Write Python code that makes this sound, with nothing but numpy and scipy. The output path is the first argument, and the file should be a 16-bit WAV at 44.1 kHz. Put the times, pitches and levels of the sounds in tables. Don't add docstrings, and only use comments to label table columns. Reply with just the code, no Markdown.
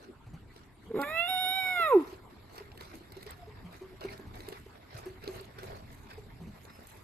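import sys
import numpy as np
from scipy import signal
from scipy.fft import rfft, irfft, next_fast_len
from scipy.io import wavfile
from scipy.ndimage import uniform_filter1d, map_coordinates

SR = 44100
rng = np.random.default_rng(int(sys.argv[2]) if len(sys.argv) > 2 else 0)


def digitize_waveform(pressure):
    field = np.atleast_2d(pressure).T
    bounded = np.clip(field, -1, 1)
    quanta = np.round(bounded * 32767).astype(np.int16)
    wavfile.write(sys.argv[1], SR, quanta)


N = 310315


def amp(db):
    return 10 ** (np.asarray(db) / 20)


def unit(x):
    return x / np.sqrt(np.mean(x ** 2) + 1e-20)


def along(points, hz):
    f, *cols = np.transpose(points)
    return np.squeeze([np.interp(np.log(hz + 1), np.log(f + 1), c) for c in cols])


def curves(rows):
    s, *cols = np.transpose(rows)
    return [np.interp(np.arange(N) / SR, s, c) for c in cols]


def wobble(rate):
    knots = rng.standard_normal(int(N * rate / SR) + 4)
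    return map_coordinates(knots, [np.arange(N) * rate / SR])


def filtered(x, response):
    m = next_fast_len(N + SR // 2)
    spectrum = rfft(x, m) * response(np.fft.rfftfreq(m, 1 / SR))
    return irfft(spectrum, m)[..., :N]


def rush(spectrum, patchy_db):
    # (frequency [Hz], left-right correlation)
    likeness = [(30, 0.66), (60, 1), (180, 0.81), (530, 0.77), (1570, 0.56), (4680, 0.012), (13900, 0.19)]
    z = signal.stft(rng.standard_normal((2, N)), nperseg=512)[2]
    field = uniform_filter1d(rng.standard_normal(z.shape[1:]), 6, axis=0)
    field = uniform_filter1d(field, 8, axis=1)
    pair = signal.istft(z * amp(patchy_db * unit(field)), nperseg=512)[1][:, :N]

    def mid_side(hz):
        angle = np.arccos(np.clip(along(likeness, hz), -1, 1)) / 2
        return amp(along(spectrum, hz)) * [np.cos(angle), np.sin(angle)]

    mid, side = filtered(pair, mid_side)
    return unit(np.array([mid + side, mid - side]))


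def peafowl():
    # (time [s], pitch [Hz], voice level [dB], extra weight of the fundamental [dB])
    wail = [
        [(.986, 546, -30, -2), (1.022, 570, -35.5, 2), (1.038, 560.4, -34.5, -7), (1.062, 582, -40, -4),
         (1.14, 649.6, -35.5, -2.5), (1.198, 676.3, -28.5, -2), (1.277, 710.5, -37, .3)],
        [(1.285, 747, -34, 7), (1.296, 747, -31.5, 3.5), (1.363, 736, -32, 4), (1.409, 744.6, -33, -1.5),
         (1.449, 735.3, -32, 0.5), (1.543, 756.5, -34, -4.5), (1.587, 759.8, -30.5, 2),
         (1.615, 753.4, -33, -4.5), (1.69, 742, -30.5, -3.5), (1.75, 722.5, -32, -1), (1.813, 677.2, -27, -6),
         (1.87, 626.2, -28.5, -5)],
        [(1.895, 578, -31, 9), (1.93, 490, -20, -1), (1.945, 434, -20, 5), (1.958, 386.8, -16.5, 0.5),
         (1.974, 354.4, -16.5, 1.5), (1.985, 326, -25.5, 0), (2.02, 271.5, -37, 4), (2.04, 257.3, -42, 9)],
    ]
    # (time [s], half-pitch lines against full ones [dB])
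    crack = [(.97, 12), (1.0, -1), (1.035, 5), (1.047, -16), (1.06, -34), (1.1, -64)]
    # (time [s], octaves above the shut beak [oct])
    beak_opening = [(.99, 1.24), (1.02, 1.26), (1.033, 2.3), (1.06, 2.34), (1.13, 2.44), (1.19, 2.72),
                    (1.3, 3.07), (1.55, 3.053), (1.62, 2.915), (1.75, 2.595), (1.81, 2.36), (1.87, 2.27),
                    (1.9, 1.8), (1.935, 1.23), (1.97, 1.35)]
    # (time [s], level ahead of the colouring [dB])
    leak = [(.9, -78), (.95, -60), (1.0, -47), (1.05, -46.5), (1.25, -51.5), (1.32, -50.5), (1.6, -49),
            (1.75, -49.5), (1.88, -43), (1.95, -58.5), (2.1, -70)]
    slide_loss_db = 40

    rows = np.concatenate(wail)
    on = slice(round(rows[0, 0] * SR), round(rows[-1, 0] * SR))
    pitch_hz, level_db, weight_db = (c[on] for c in curves(rows))
    crack_db = curves(crack)[0][on]
    full_db = level_db - 10 * np.log10(1 + amp(crack_db) ** 2)
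    lines_db = overtones(pitch_hz, full_db, weight_db, curves(beak_opening)[0][on], count=10)
    slide_db = slide_loss_db * np.log2(pitch_hz / pitch_hz.max())
    lines_db[6:] += slide_db
    turns = np.cumsum(pitch_hz * (1 + .0025 * wobble(50)[on])) / SR
    count = np.arange(len(turns))
    edge = np.minimum(1, np.minimum(count, count[::-1]) / (.011 * SR))

    voice, treble_lines, beat = np.zeros((3, N))
    treble_step = np.exp(2j * np.pi * 7575 * count / SR)
    for k, db in enumerate(lines_db, start=1):
        phase = 2 * np.pi * k * turns - .25 * k * k
        line = amp(db + 3 + .7 * wobble(45)[on]) * edge * np.exp(1j * phase)
        voice[on] -= line.real
        treble_lines[on] += amp(slide_db / 2) * (line * treble_step).real
    for k in range(5):
        near_db = np.maximum(lines_db[k], lines_db[max(k - 1, 0)])
        phase = 2 * np.pi * (k + .5) * turns - .25 * (k + .5) ** 2
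        voice[on] -= amp(near_db + crack_db + 3) * edge * np.cos(phase)

    treble_lines = treble_lines * (1 + 0.25 * wobble(350))
    # (frequency [Hz], gain [dB])
    treble_gain = [(7700, -75), (8300, -29.5), (9000, -33), (9800, -34.5), (10500, -36),
                   (11300, -5.0), (12000, -50.0), (12800, -2), (13500, -37)]
    treble_lines = filtered(treble_lines, lambda hz: amp(along(treble_gain, hz)))

    beat[on] = np.cos(2 * np.pi * turns)
    breath = amp(curves(leak)[0] + 2.4 * wobble(30.12)) * (1 + 0.36 * beat) * rng.standard_normal(N)
    breath = filtered(breath, lambda hz: throat(hz) ** 2 * amp(-7 * np.exp(-((hz - 6500) / 2600) ** 2)))
    call = voice + breath + creak()
    call = filtered(call, lambda hz: amp(-22 * np.exp(-((hz - 6200) / 600) ** 2)))
    treble_pair = np.array([treble_lines, np.roll(treble_lines, 1)]) * amp([[-3.5], [3.5]])
    return filtered(np.array([call, call]), left_right) + treble_pair


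def overtones(pitch_hz, level_db, weight_db, beak_oct, count):
    # (frequency [Hz], gain [dB])
    windpipe = [(250, 29), (370, 43), (480, 17), (560, 7.5), (750, 0.1), (1000, -3.8), (1400, -2.8),
                (1750, -21), (2240, -14.5), (2700, -9.3), (3000, -35), (3350, -16), (3740, -11.5),
                (4450, -36), (5200, -19), (6000, -45), (7400, -30)]
    shut_hz, beak_db, width_oct = 350, 20.7, 0.45
    hz = np.arange(1, count + 1)[:, None] * pitch_hz
    off_oct = np.log2(hz / shut_hz) - beak_oct
    db = along(windpipe, hz) + beak_db * np.exp(-(off_oct / width_oct) ** 2)
    db = db + (np.arange(count) == 0)[:, None] * weight_db
    return db + level_db - 10 * np.log10(np.sum(amp(db) ** 2, 0))


def creak():
    t, hum, slaps = np.arange(N) / SR, np.zeros(N), np.zeros(N)
    for s, db, hz, swell_s in beats():
        u = t - s
        tone = np.cos(2 * np.pi * hz * u) + 0.33 * np.sin(2 * np.pi * 0.54 * hz * u)
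        hum += amp(db - 2.0) * np.exp(-np.abs(u / swell_s) ** 1.25) * tone
        slaps += amp(db - 9.5) * (u > 0) * np.exp(-np.abs(u) / 0.0076) * rng.standard_normal(N)
    return hum + filtered(slaps, lambda hz: throat(hz) / (1 + 1j * hz / 2000) ** 3)


def beats():
    # (time [s], level ahead of the mix [dB], pitch [Hz])
    slack_beats = [(0.89, -41.5, 190), (.913, -28.5, 455)]
    lone_swell_s = 0.0073
    start_s, first_gap_s, quickening = .945, .0115, .86
    first_db, run_db, fade_db_per_beat = -23, -20.5, 0.3
    run_hz, run_swell_s, sharpening = 412, 0.0052, 0.75
    k = np.arange(6)
    s = start_s + first_gap_s * (1 - quickening ** k) / (1 - quickening)
    db = np.where(k, run_db - fade_db_per_beat * k, first_db)
    run = zip(s, db, run_hz + 0 * s, run_swell_s * sharpening ** k)
    return [(*row, lone_swell_s) for row in slack_beats] + list(run)


def throat(f):
    # (centre [Hz], width [Hz], peak gain per pass [dB])
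    resonances = [(356, 820, 3.5), (1150, 920, 6), (2187, 240, 8), (3660, 440, 2), (6790, 1270, 3),
                  (11460, 540, 3.5), (12770, 420, 2)]
    total = 0
    for k, (centre, width, db) in enumerate(resonances):
        damping = 1j * f * width
        total = total + (-1) ** k * amp(db) * damping / (centre * centre - f * f + damping)
    return total


def left_right(hz):
    # (frequency [Hz], left minus right [dB], phase lead of the left [rad])
    balance = [(200, 0, 0), (400, -1.5, .1), (740, -4, .6), (1350, -4, .9), (2000, -3, -.2), (2250, -6, .4),
               (2700, -12, 1.2), (2960, -2, 2.3), (3350, -11, 2.1), (3740, -10, 1.9), (4450, 0, 3.1),
               (5200, -1, .6)]
    db, rad = along(balance, hz)
    half = amp(db / 2) * np.exp(1j * rad / 2)
    pair = np.array([half, 1 / half])
    return pair / np.maximum(np.abs(pair.mean(0)), .5)


def steps():
    # (time [s], level [dB], pitch [Hz], 60 dB decay before limiting [s])
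    hollow_knocks = [(1.797, -37, 422, 0.026), (2.13, -37, 369, 0.029), (2.607, -40.5, 403, 0.052),
                     (2.808, -44, 370, 0.048), (3.011, -45, 350, 0.023), (3.166, -42, 382, 0.062),
                     (3.264, -43, 433, 0.07), (3.474, -45, 422, 0.13), (3.813, -39.5, 373, 0.15),
                     (4.05, -29, 386, 0.04), (4.198, -39.5, 390, 0.0091), (4.395, -44.5, 333, 0.031),
                     (4.485, -36, 403, 0.025), (4.666, -43.5, 383, 0.02), (5.061, -35, 367, 0.14),
                     (5.282, -34.5, 374, 0.11), (5.409, -40.5, 380, 0.051), (5.632, -41, 378, 0.054),
                     (5.727, -46.5, 433, 0.036), (6.179, -40.5, 421, 0.067)]
    soft_thumps = [(0.262, -43, 123, 0.065), (0.332, -38.5, 157.6, 0.08), (3.642, -41.5, 171.5, 0.14),
                   (4.259, -42.5, 110.8, 0.11), (4.949, -37, 122, 0.031), (6.398, -42, 158, 0.44),
                   (6.467, -41, 199.3, 0.11)]
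    return thuds(hollow_knocks, rise_s=0.01, lead_s=.005) + thuds(soft_thumps, rise_s=0.018, lead_s=.004)


def thuds(rows, rise_s, lead_s):
    puff_db, puff_hz = -16, 882
    out, t = np.zeros(N + SR), np.arange(SR // 4) / SR
    for s, db, hz, t60 in rows:
        drift = np.cumsum(rng.normal(0, 0.024, len(t)))
        shape = amp(-60 * t / np.clip(t60, .02, .3)) * (1 - np.exp(-(t / rise_s) ** 2))
        puff = uniform_filter1d(rng.standard_normal(len(t)), round(SR / puff_hz / 2))
        ring = np.sin(2 * np.pi * hz * t + drift) + amp(puff_db) * unit(puff)
        out[round((s - lead_s) * SR):][:len(t)] += amp(db) * shape / shape.max() * ring
    return out[:N]


def litter():
    # (time [s], level ahead of the filters [dB], treble against it [dB])
    ticks = [(0.5627, -41, -19), (1.016, -29, -10), (2.0767, -40, -24), (2.1294, -51, -16),
             (2.555, -48, -5), (2.5805, -32.5, -19), (2.7177, -39.5, -40), (2.776, -37.5, -17),
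             (2.8093, -30.5, -22), (2.953, -42, -16), (3.121, -36.5, -13), (3.1681, -38, -19),
             (3.229, -36, -12), (3.265, -34, -18), (3.3078, -42, -2), (4.0083, -34, -22),
             (4.039, -34.5, -19), (4.1265, -38, -25), (4.1776, -41, -14), (4.3555, -41, -15),
             (4.4049, -33, -21), (4.4872, -32, -10.5), (4.5251, -31, -24), (4.944, -40.5, -27),
             (4.9774, -44, -9), (5.058, -46.5, -7), (5.2397, -34, -19.5), (5.2771, -25, -26),
             (5.41, -50.5, 2), (5.5866, -45, -10), (5.632, -36, -18), (5.9246, -60, -37), (6.136, -46, -12),
             (6.6517, -41, -29), (6.871, -52.5, 3.5)]
    # (frequency [Hz], relative level per Hz [dB])
    scrape = [(180, -15), (300, -21), (376, -7), (573, -11), (621, -6.5), (930, -13.5), (2120, -17),
              (3130, -24.5), (4250, -21), (5970, -30), (10300, -35), (11600, -28.5), (14300, -39)]
    # (frequency [Hz], gain [dB])
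    low_gain = [(120, -24), (400, 10.5), (900, -21.0), (2000, -8.0), (4500, -7.0), (6500, -18.5), (9000, -55)]
    high_gain = [(5000, -86), (7500, 9.5), (10000, -6.0), (12000, 5.0)]
    crumbs_per_s, crumb_s, crumb_db, crumb_spread_db = 150, 0.0032, 0, 16.5

    snaps, t = np.zeros((2, N + SR)), np.arange(SR // 10) / SR
    decay = amp(-60 * t / .012) + .25 * amp(-60 * t / .06)
    for s, db, treble_db in ticks:
        burst = rng.standard_normal((2, len(t))) * amp(db + 3) * decay
        snaps[:, round(s * SR):][:, :len(t)] += burst * amp([[0], [treble_db]])
    low = filtered(snaps[0, :N], lambda hz: amp(along(low_gain, hz)))
    high = filtered(snaps[1, :N], lambda hz: amp(along(high_gain, hz)))

    drag = rush(scrape, patchy_db=3.5)
    drag = drag + 0.067 * drag.mean(0)
    sparks = (rng.random(N) < crumbs_per_s / SR) * amp(crumb_db - crumb_spread_db * rng.random(N))
    crumbs = signal.lfilter([1], [1, -np.exp(-1 / (crumb_s * SR))], sparks)
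    drag = drag + crumbs * filtered(drag, lambda hz: (hz > 900) & (hz < 6000))
    body = amp(1.44 * wobble(150) + 0.22 * wobble(30)) * filtered(drag, lambda hz: hz < 6000)
    fizz = amp(3.0 * wobble(200) + 3.8 * wobble(30)) * filtered(drag, lambda hz: hz > 6000)
    body_db, fizz_db = scuffs()
    return low + high + amp(body_db) * unit(body) + amp(fizz_db) * unit(fizz)


def scuffs():
    # (time at full strength [s], swell [s], hold [s], body level [dB], treble level [dB])
    drags = [(0.02, 0.09, 0.032, -56.5, -75), (0.556, 0.09, 0.047, -58.5, -71),
             (0.84, 0.052, 0.016, -65.5, -67), (2.015, 0.24, 0.12, -52.5, -65),
             (2.565, 0.13, 0.01, -50.5, -62.5), (2.813, 0.077, 0.007, -49, -61),
             (2.934, 0.27, 0.021, -53, -63.5), (3.185, 0.16, 0.04, -54, -69.5),
             (3.284, 0.054, 0.0067, -47, -62), (3.55, 0.026, 0.013, -55.5, -93),
             (3.73, 0.066, 0.023, -54.5, -63), (4.015, 0.012, 0.021, -46, -61),
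             (4.11, .05, 0.026, -48.5, -63.5), (4.344, 0.013, 0.21, -51.5, -62),
             (4.748, 0.041, 0.011, -57.5, -82), (4.917, 0.039, .13, -50.5, -63.5),
             (5.22, 0.01, 0.18, -53.5, -67.5), (5.355, 0.17, 0.017, -48.5, -60.5),
             (5.586, 0.005, 0.005, -45.5, -60), (5.706, 0.27, 0.056, -48.5, -62),
             (5.915, 0.069, 0.12, -59, -66.5), (6.1, 0.042, 0.0067, -49, -60.5),
             (6.65, 0.34, 0.11, -66, -70), (6.939, 0.6, 0.052, -59, -63.5)]
    # (body level [dB], treble level [dB])
    stir_db = [-61.5, -100.5]
    still_until_s, still_db = 2.3, -11.5
    swell_db, fade_db_per_s = 23, 178
    t = np.arange(0, N, 64) / SR
    power = amp(np.add.outer(stir_db, still_db * (t < still_until_s))) ** 2
    for s, swell, hold, *top_db in drags:
        rise_db = swell_db * np.maximum(s - t, 0) / max(swell, .005)
        fade_db = fade_db_per_s * np.maximum(t - s - hold, 0)
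        power = power + amp(np.subtract.outer(top_db, rise_db + fade_db)) ** 2
    return curves(np.column_stack([t, *(10 * np.log10(power))]))


def faint_birds():
    # (time of the middle [s], level [dB], start pitch [Hz], end pitch [Hz], half-length [s])
    calls = [(3.43, -54, 720, 680, .05), (6.74, -62, 5250, 5100, .035)]
    return sum(chirp(*row) for row in calls)


def chirp(s, db, start_hz, end_hz, half_length_s):
    u = (np.arange(N) / SR - s) / half_length_s
    glide_hz = (start_hz + end_hz) / 2 + (end_hz - start_hz) / 2 * np.clip(u, -1, 1)
    pitch_hz = glide_hz * (1 + .012 * wobble(400))
    return amp(db + 4.1 * wobble(90)) * np.exp(-u ** 2) * np.sin(2 * np.pi * np.cumsum(pitch_hz) / SR)


def sheds(x):
    # (frequency [Hz], 60 dB decay time [s])
    decay_times = [(300, 0.27), (1200, 0.59), (4000, 0.45), (12000, 0.77)]
    hz, t, z = signal.stft(rng.standard_normal((2, SR // 2)), SR, nperseg=256)
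    apart = np.clip(hz / 1500, 0, 1)[:, None]
    z = np.array([z[0] + apart * z[1], z[0] - apart * z[1]])
    tail = signal.istft(z * amp(-60 * t / along(decay_times, hz)[:, None]), SR, nperseg=256)[1]
    late = np.pad(x, (600, 0))[None]
    return signal.fftconvolve(late, tail / np.linalg.norm(tail[0]), axes=1)[:, :N]


def distance():
    # (time [s], rumble level [dB])
    rumble_level = [(0.0, -62.5), (0.37, -53.5), (0.66, -59.5), (1.0, -57), (1.47, -59.5), (3.76, -53),
                    (3.92, -55.5), (4.35, -49.5), (4.72, -58), (5.13, -54), (5.8, -49.5), (5.88, -50.5),
                    (6.05, -53), (6.56, -53.5), (6.76, -56.5), (7.04, -58.5)]
    # (frequency [Hz], relative level per Hz [dB])
    rumble_spectrum = [(12, -26), (20, -3.5), (107, 3.5), (145, -3.5), (189, -8.5), (300, -11), (390, -71),
                       (660, -120)]
    air_spectrum = [(120, -35), (200, -1.5), (401, -2), (544, -16), (930, -8), (1650, -15), (2110, -16.5),
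                    (3020, -22.5), (4810, -26.5), (6070, -40.5), (7250, -26), (12000, -40.5), (14300, -65)]
    lumps = unit(amp(1.2 * wobble(12)) * rush(rumble_spectrum, patchy_db=1.2))
    hiss = amp(-58.5 + 0.4 * wobble(7.6)) * rush(air_spectrum, patchy_db=5.0)
    return amp(curves(rumble_level)[0]) * lumps + hiss


def scene():
    bird, dry_litter, knocks = peafowl(), litter(), steps()
    late = np.array([np.roll(dry_litter[0], 20), dry_litter[1]])
    feet = knocks * amp([[-.3], [.3]]) + late * amp([[-.8], [.8]])
    thin_bird = filtered(bird.mean(0), lambda hz: 1j * hz / (500 + 1j * hz))
    answer = amp(-10) * sheds(thin_bird) + amp(-4.5) * sheds(knocks)
    return bird + feet + faint_birds() + answer + distance()


def record(dry):
    return filtered(dry, lambda hz: hz < 14300)


dry = scene()
out = record(dry)
digitize_waveform(out)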